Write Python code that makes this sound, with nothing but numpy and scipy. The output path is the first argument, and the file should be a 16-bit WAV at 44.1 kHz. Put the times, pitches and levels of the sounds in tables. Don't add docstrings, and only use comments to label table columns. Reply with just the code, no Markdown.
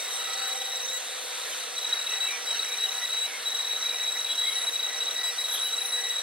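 import sys
import numpy as np
from scipy import signal
from scipy.fft import rfft, irfft, next_fast_len
from scipy.io import wavfile
from scipy.ndimage import uniform_filter1d

SR = 44100
rng = np.random.default_rng(int(sys.argv[2]) if len(sys.argv) > 2 else 0)


def generate_wav(signal):
    frames = np.transpose(np.atleast_2d(signal))
    scaled = np.clip(frames, -1, 1) * 32767
    pcm = np.round(scaled).astype(np.int16)
    wavfile.write(sys.argv[1], SR, pcm)


N = 274302
TIME = np.arange(N) / SR
CHOP_HZ = 1952

# start_s, length_s, level_db (before gain and swing)
DWELL_STEPS = [(0.078, 0.013, -38.5), (0.103, 0.013, -34), (0.161, 0.0083, -33.5), (0.19, 0.021, -35.5),
               (0.211, 0.0089, -34), (0.254, 0.013, -33), (0.3, 0.015, -34.5), (0.326, 0.014, -34.5),
               (0.357, 0.008, -36), (0.373, 0.01, -35), (0.395, 0.009, -33), (0.418, 0.031, -33),
               (0.453, 0.046, -33.0), (0.509, 0.028, -32.5), (0.599, 0.011, -35.0), (0.609, 0.015, -32),
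               (0.649, 0.011, -34.5), (0.67, 0.0077, -34), (0.723, 0.015, -32.0), (0.739, 0.017, -35),
               (0.764, 0.012, -34.0), (0.814, 0.012, -37), (0.835, 0.0093, -35), (0.896, 0.013, -33.5),
               (0.916, 0.067, -34), (1.778, 0.012, -28.5), (1.823, 0.013, -33), (1.845, 0.011, -28),
               (1.865, 0.014, -30), (1.897, 0.0096, -33.0), (1.925, 0.016, -23.5), (1.954, 0.009, -33.0),
               (1.965, 0.018, -31), (1.99, 0.0087, -30), (2.012, 0.0089, -31), (2.064, 0.012, -28),
               (2.091, 0.01, -30.0), (2.116, 0.011, -30.5), (2.134, 0.013, -27.5), (2.167, 0.019, -32.5),
               (2.203, 0.054, -27.5), (2.265, 0.014, -28.0), (2.285, 0.013, -30.5), (2.309, 0.014, -33.0),
               (2.468, 0.035, -31.0), (2.504, 0.015, -27.5), (2.522, 0.012, -31), (2.544, 0.0096, -28.5),
               (2.591, 0.011, -25.5), (2.627, 0.0084, -28), (2.656, 0.009, -32.5), (2.685, 0.013, -34),
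               (2.719, 0.0099, -29.5), (2.736, 0.011, -30), (2.782, 0.0081, -30), (2.8, 0.015, -30),
               (2.817, 0.016, -28), (2.836, 0.0097, -22.5), (2.847, 0.015, -26), (2.888, 0.01, -29),
               (2.914, 0.013, -31.5), (2.948, 0.0088, -31), (2.979, 0.011, -30.0), (3.029, 0.012, -29.5),
               (3.047, 0.013, -29.0), (3.103, 0.0086, -28.5), (3.122, 0.017, -29), (3.143, 0.014, -30.5),
               (3.164, 0.033, -28.5), (3.21, 0.055, -29), (3.455, 0.036, -27.5), (3.513, 0.017, -31.5),
               (3.545, 0.018, -28), (3.588, 0.011, -29), (3.601, 0.012, -26.5), (3.646, 0.012, -29.0),
               (3.668, 0.012, -30.0), (3.694, 0.009, -31), (3.706, 0.015, -27.5), (3.724, 0.012, -29),
               (3.745, 0.014, -33.5), (3.76, 0.0097, -27.5), (3.823, 0.012, -28.5), (3.838, 0.012, -32),
               (3.855, 0.02, -27.5), (3.891, 0.009, -26.5), (3.905, 0.013, -28.5), (3.921, 0.01, -33.5),
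               (3.943, 0.0096, -31), (3.957, 0.011, -29), (3.997, 0.011, -31.0), (4.01, 0.012, -29),
               (4.029, 0.011, -29.5), (4.044, 0.01, -29), (4.058, 0.013, -28), (4.074, 0.027, -27.5),
               (4.106, 0.0072, -33.5), (4.12, 0.01, -30.5), (4.137, 0.026, -34.5), (4.171, 0.01, -29.5),
               (4.19, 0.01, -29.0), (4.209, 0.011, -29.5), (4.245, 0.0092, -28), (4.26, 0.016, -32),
               (4.291, 0.041, -28.5), (4.352, 0.0078, -32), (4.377, 0.03, -27), (4.41, 0.015, -26.5),
               (4.428, 0.023, -29), (4.452, 0.0069, -26), (4.467, 0.033, -26.5), (4.517, 0.02, -30.5),
               (4.554, 0.022, -28), (4.579, 0.013, -29), (4.615, 0.0081, -30), (4.629, 0.018, -30),
               (4.669, 0.027, -26.5), (4.727, 0.025, -32), (4.755, 0.014, -27), (4.791, 0.016, -28.5),
               (4.827, 0.012, -27), (4.843, 0.015, -27.0), (4.863, 0.011, -28.5), (4.885, 0.011, -30.0),
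               (4.941, 0.012, -32.5), (5.002, 0.012, -27.5), (5.015, 0.019, -28.5), (5.039, 0.0081, -34.0),
               (5.065, 0.012, -29), (5.08, 0.013, -28), (5.109, 0.0087, -28.5), (5.159, 0.012, -29),
               (5.186, 0.012, -29.0), (5.21, 0.01, -30.5), (5.232, 0.075, -29.5), (5.38, 0.022, -28.5),
               (5.404, 0.023, -32), (5.44, 0.011, -26.5), (5.453, 0.012, -28.5), (5.484, 0.012, -32.5),
               (5.491, 0.017, -31.5), (5.518, 0.014, -30), (5.538, 0.014, -29.5), (5.558, 0.009, -32.5),
               (5.598, 0.0088, -29), (5.616, 0.0069, -28), (5.626, 0.015, -28.5), (5.643, 0.037, -29),
               (5.688, 0.013, -33.5), (5.725, 0.026, -27.5), (5.777, 0.016, -28), (5.81, 0.015, -28),
               (5.85, 0.013, -29), (5.881, 0.016, -36), (5.922, 0.043, -27.5), (5.971, 0.04, -31.0),
               (6.037, 0.009, -28.5), (6.05, 0.01, -28.5), (6.063, 0.011, -30.5), (6.096, 0.022, -29.0),
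               (6.119, 0.019, -35.5), (6.154, 0.022, -29.5), (6.182, 0.013, -28)]


def amp(db):
    return 10 ** (np.asarray(db) / 20)


def evened(x):
    return x / np.sqrt(np.mean(abs(x) ** 2) + 1e-20)


def read(points, hz):
    f, value = np.transpose(points)
    return np.interp(np.log(hz + 1), np.log(f + 1), value)


def follow(rows, t):
    s, *columns = np.transpose(rows)
    return [np.interp(t, s, c) for c in columns]


def gate(start, end, edge):
    return np.clip(np.minimum(TIME - start, end - TIME) / edge + .5, 0, 1)


def tone(hz, envelope):
    return np.sqrt(2) * (envelope * np.exp(2j * np.pi * hz * TIME)).real


def waver(width_hz):
    t = np.arange(0, 7, 1 / 1000)
    z = rng.standard_normal(len(t)) + 1j * rng.standard_normal(len(t))
    f = np.fft.fftfreq(len(t), t[1])
    slow = np.fft.ifft(np.fft.fft(z) / (1 + (f / width_hz) ** 2))
    return evened(np.interp(TIME, t, slow))


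def stepping(per_s):
    step = np.cumsum(rng.random(N) < per_s / SR)
    z = rng.uniform(0.13, 1, N) * np.exp(2j * np.pi * rng.random(N))
    return evened(uniform_filter1d(z[step], size=60))


def flutter():
    rate_hz, wander, depth = 38, .6, .36
    turns = np.cumsum(rate_hz * (1 + wander * waver(width_hz=25).real)) / SR
    return evened(1 + depth * np.tanh(2 * np.sin(2 * np.pi * turns)))


def room(x, t60=0.025):
    t = np.arange(SR // 3) / SR
    sparse = rng.standard_normal((2, len(t))) * (rng.random((2, len(t))) < 2000 / SR)
    taps = sparse * amp(-60 * t / t60) * (t > .002)
    taps /= np.linalg.norm(taps, axis=1, keepdims=True)
    return signal.fftconvolve(x, taps, axes=1)[:, :N]


def hum(swell_db=-1):
    # pitch_hz, width_hz, level_db, unsteady_share
    hum_tones = [(236, 9.9, -72.5, 0.67), (254, 2.9, -71.5, 0.63), (445.6, 9, -60.5, 0.77),
                 (485, 16, -54, 0.44), (595, 23, -60, .95), (704, 20, -61, 1), (979, 4.5, -83, 0.47)]
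    # pitch_hz, width_hz, unsteady_share
    swelling_tones = [(516, 7, .22), (777, 16, .9)]
    # time_s, lower_db, upper_db
    swell_curve = [(0.0, -59, -60), (0.35, -53, -46.5), (0.619, -48, -46.5), (0.9, -50, -53.5),
                   (1.6, -53.5, -56), (2.501, -74, -53.5), (3.4, -75, -53.5), (6.22, -69, -55.5)]
    out = np.zeros(N)
    for (hz, width, unsteady), db in zip(swelling_tones, follow(swell_curve, TIME)):
        out += tone(hz, amp(db + swell_db) * evened(1 - unsteady + unsteady * waver(width)))
    for hz, width, db, unsteady in hum_tones:
        out += tone(hz, amp(db) * evened(1 - unsteady + unsteady * waver(width)))
    return out


def shudder():
    below_dwell_db, spread_db, decay_s, rumble_db = 57.5, 14, 0.021, -110
    low = signal.sosfilt(signal.butter(3, 90, fs=SR, output="sos"), rng.standard_normal((2, N)))
    jerks = np.zeros(N)
    for (s, _, db), chance in zip(DWELL_STEPS, rng.uniform(-0.42, 1, len(DWELL_STEPS))):
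        jerks[int(np.clip(s * SR, 0, N - 1))] = amp(db - below_dwell_db + spread_db * chance)
    decaying = signal.lfilter([1], [1, -np.exp(-1 / (decay_s * SR))], jerks)
    return (amp(rumble_db) + decaying) * evened(low)


def rubbing(travel_hiss, patchy_db=1.68, flicker_db=1.0, body_depth=0.52, fizz_depth=0.77):
    # frequency_hz, level_db
    friction_spectrum = [(90, -27), (130, -37), (190, -38), (250, -12.5), (330, -11), (470, -4), (1000, -2),
                         (1400, 1), (3500, -1.5), (4450, -3.5), (5050, -8), (5560, -2.5), (6000, -1),
                         (6600, -4.5), (10500, -9), (13000, -12.5), (15700, -14)]
    # time_s, body_db, fizz_db
    effort = [(0.0, -37.5, -42), (0.28, -36.5, -46.5), (1.12, -43.5, -43), (1.56, -37.5, -42),
              (1.73, -42, -46.5), (1.91, -30, -50), (2.1, -38.5, -46.5), (2.55, -36, -47.5),
              (3.0, -40.5, -41), (3.3, -39, -46), (4.35, -42, -44), (4.5, -39.5, -43), (4.92, -40.5, -46),
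              (5.08, -41.5, -45.5), (5.55, -42.5, -38), (5.78, -43, -41.5), (6.22, -45, -43.5)]
    # centre_s, half_length_s, centre_hz, half_width_hz, rise_db, glide_hz_per_s
    rough_spots = [(0.16, 0.048, 8800, 400, 11.5, 0), (0.314, 0.16, 1296, 92, 8.5, 0),
                   (0.39, 0.076, 4500, 303, 9.5, 0), (0.93, 0.11, 6720, 507, 11, 0),
                   (0.453, 0.029, 1510, 100, 12, 0), (2.125, 0.044, 2640, 120, 13, 0),
                   (2.317, 0.12, 2380, 170, -3, -1500), (2.53, 0.055, 3000, 220, 7, -2000),
                   (2.584, 0.05, 4220, 250, 10.5, 0), (2.751, 0.11, 2320, 120, 6, 0),
                   (4.298, 0.078, 3470, 170, 7, -2000), (4.461, 0.097, 3310, 200, 12, 0),
                   (4.613, 0.14, 10700, 700, 10.5, 3002), (5.291, 0.1, 4904, 300, 11, 0),
                   (5.554, 0.055, 3464, 292, 13, 2), (5.545, 0.029, 11780, 2300, 14.5, 0),
                   (5.591, 0.083, 1565, 100, 5.5, 0), (5.64, 0.036, 10500, 1200, 10, 0),
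                   (5.847, 0.044, 11300, 1900, 9, 0), (5.92, 0.11, 9640, 400, 16, -2500)]
    # chop_multiple, half_width_hz, rise_db (at full hiss)
    hiss_bands = [(2, 590, 5), (4, 970, 3.5)]
    # frequency_hz, likeness_share
    likeness = [(200, 0.84), (700, 0.98), (1500, 0.58), (3500, 0.84), (6000, 0.94), (10000, 0.5),
                (15000, 1)]
    t, hz = np.arange(N // 128 + 5) * 128 / SR, np.fft.rfftfreq(512, 1 / SR)
    a, b, c, d, patches = rng.standard_normal((5, len(t), len(hz)))
    patches = uniform_filter1d(patches, size=16, axis=0)
    patches = evened(uniform_filter1d(patches, size=5, axis=1))
    body, fizz = (level - level.mean() for level in follow(effort, t))
    field_db = read(friction_spectrum, hz) + patchy_db * patches
    field_db += flicker_db * rng.standard_normal((len(t), 1))
    body_share = read([(500, 0.3), (1300, 0.57), (4000, 0.72), (8000, 0.66)], hz)
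    fizz_share = read([(4000, 0.067), (9000, 0.84)], hz)
    field_db += body_depth * np.outer(body, body_share) + fizz_depth * np.outer(fizz, fizz_share)
    for s, length, centre, width, db, glide in rough_spots:
        since = t[:, None] - s
        field_db += db * np.exp(-(since / length) ** 2 - ((hz - centre - glide * since) / width) ** 2)
    travelling = np.interp(t, TIME, travel_hiss)
    for k, width, db in hiss_bands:
        field_db += db * np.outer(travelling, np.exp(-((hz - round(k) * CHOP_HZ) / width) ** 2))
    same, left = np.clip(read(likeness, hz), 0, 1), a + 1j * b
    right = same * left + np.sqrt(1 - same ** 2) * (c + 1j * d)
    z = np.array([left, right]) * amp(field_db)
    noise = signal.istft(z.transpose(0, 2, 1), nperseg=512, noverlap=384)[1][:, :N]
    return amp(-36.5) * evened(noise)


def squeaks():
    # centre_s, half_length_s, pitch_hz (before arch and jitter), glide_hz_per_s, level_db (before chatter)
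    squeak_events = [(1.533, .018, 3070, 0, -42), (2.262, .04, 2670, -1300, -41),
                     (2.33, .045, 2400, -8, -40), (2.335, 0.057, 2280, -300, -39),
                     (2.516, 0.021, 3110, 0, -40), (2.572, 0.019, 2694, -2500, -41.5),
                     (2.709, .02, 2380, 0, -51), (2.869, 0.021, 2910, 0, -38),
                     (3.282, 0.034, 2280, -3, -43), (3.35, .042, 2190, -300, -39),
                     (3.435, 0.019, 2820, 0, -51), (3.91, .05, 2394, -600, -43),
                     (4.313, 0.03, 3340, -500, -39), (4.481, .04, 3240, -800, -43),
                     (4.487, .06, 2140, 1700, -39.5), (5.565, 0.024, 3227, -2000, -37),
                     (5.682, .035, 3020, 0, -42.5)]
    arch_hz, jitter_hz, chatter_share = 45, 50, .9
    jitter, chatter = jitter_hz * waver(width_hz=60).real, chatter_share * waver(width_hz=90)
    out = np.zeros(N)
    for s, length, hz, glide, db in squeak_events:
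        at = np.flatnonzero(abs(TIME - s) < np.pi * length)
        since = TIME[at] - s
        draw = (at + rng.integers(N)) % N
        pitch = hz + glide * since - arch_hz * (since / length) ** 2 + jitter[draw]
        swell = amp(db) * np.exp(-(since / length) ** 2) * evened(1 + chatter[draw])
        out[at] += np.sqrt(2) * (swell * np.exp(2j * np.pi * np.cumsum(pitch) / SR)).real
    return out


def buzz(sidebands, rate_hz, on):
    out, t = np.zeros(N), TIME[on > 0]
    for k, order, db in sidebands:
        start, sway, pace = rng.random(3)
        level = amp(db) * (.95 + .35 * np.sin(2 * np.pi * (sway + (3 + 9 * pace) * t)))
        turns = start + (k * CHOP_HZ + order * rate_hz) * t
        out[on > 0] += np.sqrt(2) * level * np.cos(2 * np.pi * turns)
    return out


def travel(on, bed_db, carriage_db, idle_db, lean_db):
    # chop_multiple, motor_rate_multiple, level_db (before the gain of the move, lean and sway)
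    bed_lines = [(2, -3, -59), (2, -2, -52), (2, -1, -51.5), (2, 0, -46), (2, 2, -53), (4, -3, -59),
                 (4, -2, -52), (4, 0, -56), (4, 1, -56), (4, 2, -54), (4, 3, -52), (4, 4, -58), (4, 5, -62),
                 (6, -5, -66), (6, -3, -66)]
    carriage_lines = [(1, -1, -56), (1, 0, -59), (2, -4, -59), (2, -3, -56), (3, -3, -51), (3, 4, -52),
                      (4, -4, -59)]
    idle_lines = [(1, 0, -47), (3, 0, -41), (4, 0, -48)]
    bed_hz, carriage_hz = 215.5, 38
    lean = {(2, -1): lean_db, (2, 0): -lean_db / 2}
    bed = [(k, order, db + lean.get((k, order), 0)) for k, order, db in bed_lines]
    sound = amp(bed_db) * buzz(bed, bed_hz, on)
    sound += amp(carriage_db) * buzz(carriage_lines, carriage_hz, on)
    sound += amp(idle_db) * buzz(idle_lines, 0, on)
    return on * sound


def slewing(drawing, held):
    # chop_multiple, stepping_rate_multiple, relative_level_db
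    side_tones = [(2, -1, -2.5), (2, 1, -11), (4, -1, -7), (4, 2, -7)]
    # time_s, level_db (before flutter)
    strength = [(0, -40), (.25, -38), (.9, -39), (1.8, -51), (6.22, -49)]
    rate_hz, wander = 145, .2
    level = amp(follow(strength, TIME)[0]) * drawing * (1 - held) * flutter()
    turns = np.cumsum(rate_hz * (1 + wander * waver(width_hz=10).real)) / SR
    out = np.zeros(N)
    for k, order, db in side_tones:
        glide = np.exp(2j * np.pi * round(order) * turns)
        out += tone(round(k) * CHOP_HZ, amp(db) * level * stepping(per_s=64) * glide)
    return out


def overtones(drawing, held, base_db=7.0):
    # chop_multiple, level_db, steady_share, held_rise_db (change of level while held)
    harmonics = [(3, -41, 0.6, -6), (4, -42.5, 0, 6.5), (6, -58, 0.1, 11.5), (8, -58, .1, 11)]
    # time_s, level_db (before base_db)
    base_curve = [(0.0, -59), (0.15, -58), (0.35, -51.5), (0.55, -60), (0.6, -54), (0.9, -61.5),
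                  (0.94, -47), (1.02, -62), (2.06, -64), (2.13, -52), (2.65, -60), (3.01, -54.5),
                  (3.03, -43), (3.26, -89), (3.31, -57), (3.78, -66), (4.04, -52), (4.07, -82), (4.16, -49),
                  (4.21, -69), (4.38, -64), (4.43, -50), (4.52, -71), (4.57, -48), (4.73, -66),
                  (4.94, -48.5), (5.06, -61), (5.21, -48), (5.67, -62.5), (6.08, -46.5), (6.22, -64)]
    pulsing = flutter()

    def current(steady):
        share = np.clip(steady + held * (1 - steady), 0, 1)
        mixed = share + np.sqrt(1 - share ** 2) * stepping(per_s=200)
        return mixed * (held + (1 - held) * pulsing)
    base = amp(base_db + follow(base_curve, TIME)[0])
    out = tone(CHOP_HZ, drawing * base * current(steady=.9))
    for k, db, steady, rise_db in harmonics:
        out += tone(round(k) * CHOP_HZ, drawing * amp(db + rise_db * held) * current(steady))
    return out


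def whine(drawing, dwell_db=-0.35, settle=0.03, attack=0.0014, release=0.003065, passing_rough=1.0, passing_db=-1.0):
    # time_s, level_db (before passing_db)
    passing = [(0, -52), (.2, -40), (.57, -41.5), (.75, -37.5), (1.8, -38.5), (2.9, -37.5), (3.4, -33),
               (4.4, -37), (4.95, -38), (5.5, -36), (6.22, -35.5)]
    ring_s, overshoot, tremble = .0005, .38, .16
    sag_hz, dwell_flat_hz, pull_s = 36, 26, .03
    song, resting, held, flat_hz = np.zeros(N), np.zeros(N), np.zeros(N), np.full(N, 1. * sag_hz)
    tremor = waver(width_hz=110).real
    for s, length, db in DWELL_STEPS:
        at = np.flatnonzero((TIME > s - attack / 2) & (TIME < s + length + release / 2))
        age = TIME[at] - s
        shape = np.clip(np.minimum(age / attack, (length - age) / release) + .5, 0, 1)
        unsettled = np.exp(-(age / settle) ** 2)
        arch = np.sin(np.pi * np.clip(age / min(length, settle), 0, 1)) - .5
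        swing = 1 + unsettled * (overshoot * arch + tremble * tremor[at])
        song[at] = np.maximum(song[at], amp(db + dwell_db) * shape * swing)
        resting[at] = np.maximum(resting[at], shape)
        held[at] = shape * (1 - unsettled / 2)
        flat_hz[at] = dwell_flat_hz * np.exp(-(length / pull_s) ** 2)
    keep = np.exp(-1 / (ring_s * SR))
    song = signal.lfilter([1 - keep], [1, -keep], song) * (1 + .07 * waver(width_hz=160))
    rough = np.clip(passing_rough, 0, 1)
    steps = np.sqrt(1 - rough ** 2) + rough * stepping(per_s=260)
    passing_level = amp(passing_db + follow(passing, TIME)[0])
    song += passing_level * drawing * (1 - resting) * steps * flutter()
    flattening = np.exp(-2j * np.pi * np.cumsum(flat_hz) / SR)
    return tone(2 * CHOP_HZ, song * flattening), held


def scene():
    # start_s, end_s, bed_gain_db, carriage_gain_db, idle_coil_gain_db,
    # lean_db (to the first lower sideband), screw_hiss_share
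    fast_moves = [(0.984, 1.756, 1, 0, -19, 2, 0.9), (2.32, 2.45, -1, -5, 0.5, 3, 0),
                  (3.264, 3.456, 0.5, -12, -7, 1, 0), (5.303, 5.38, -2, -7, 2.5, 7, 0.4)]
    moves = [gate(start, end, edge=0.0068) for start, end, *_ in fast_moves]
    drawing = 1 - sum(moves)
    song, held = whine(drawing)
    motors = song + overtones(drawing, held) + slewing(drawing, held)
    travelling = np.zeros(N)
    for on, (_, _, bed_db, carriage_db, idle_db, lean_db, hiss) in zip(moves, fast_moves):
        motors += travel(on, bed_db, carriage_db, idle_db, lean_db)
        travelling += hiss * on
    slides = rubbing(travelling) + squeaks()
    reflected = amp(-23) * motors + amp(-10) * slides
    return motors + slides + hum() + shudder() + room(reflected)


def record(dry):
    # frequency_hz, lead_rad
    phase_lead = [(0, 0), (260, 2.18), (600, 1.1), (950, 1.2), (1550, 0), (4570, -0.5), (5510, -1.6),
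                  (5770, -2.5), (8180, -4.1), (10400, -6.2), (11000, -6.3), (13500, -9.3), (15000, -9.5),
                  (15500, -10.3)]
    # frequency_hz, difference_db
    level_tilt = [(100, 1.6), (400, -1.2), (1000, -1.1), (2000, 0), (3900, 1.4), (5800, -1.8),
                  (8000, -0.44), (15000, 0.18)]
    size = next_fast_len(N + SR // 10)
    hz = np.fft.rfftfreq(size, 1 / SR)
    half = amp(read(level_tilt, hz) / 2) * np.exp(.5j * read(phase_lead, hz))
    ports = irfft(rfft(dry, size) * np.array([half, 1 / half]), size)[:, :N]
    low_pass = signal.firwin(1023, 15800, window=("kaiser", 9), fs=SR)
    return signal.oaconvolve(ports, low_pass[None], "same")


dry = scene()
out = record(dry)
generate_wav(out)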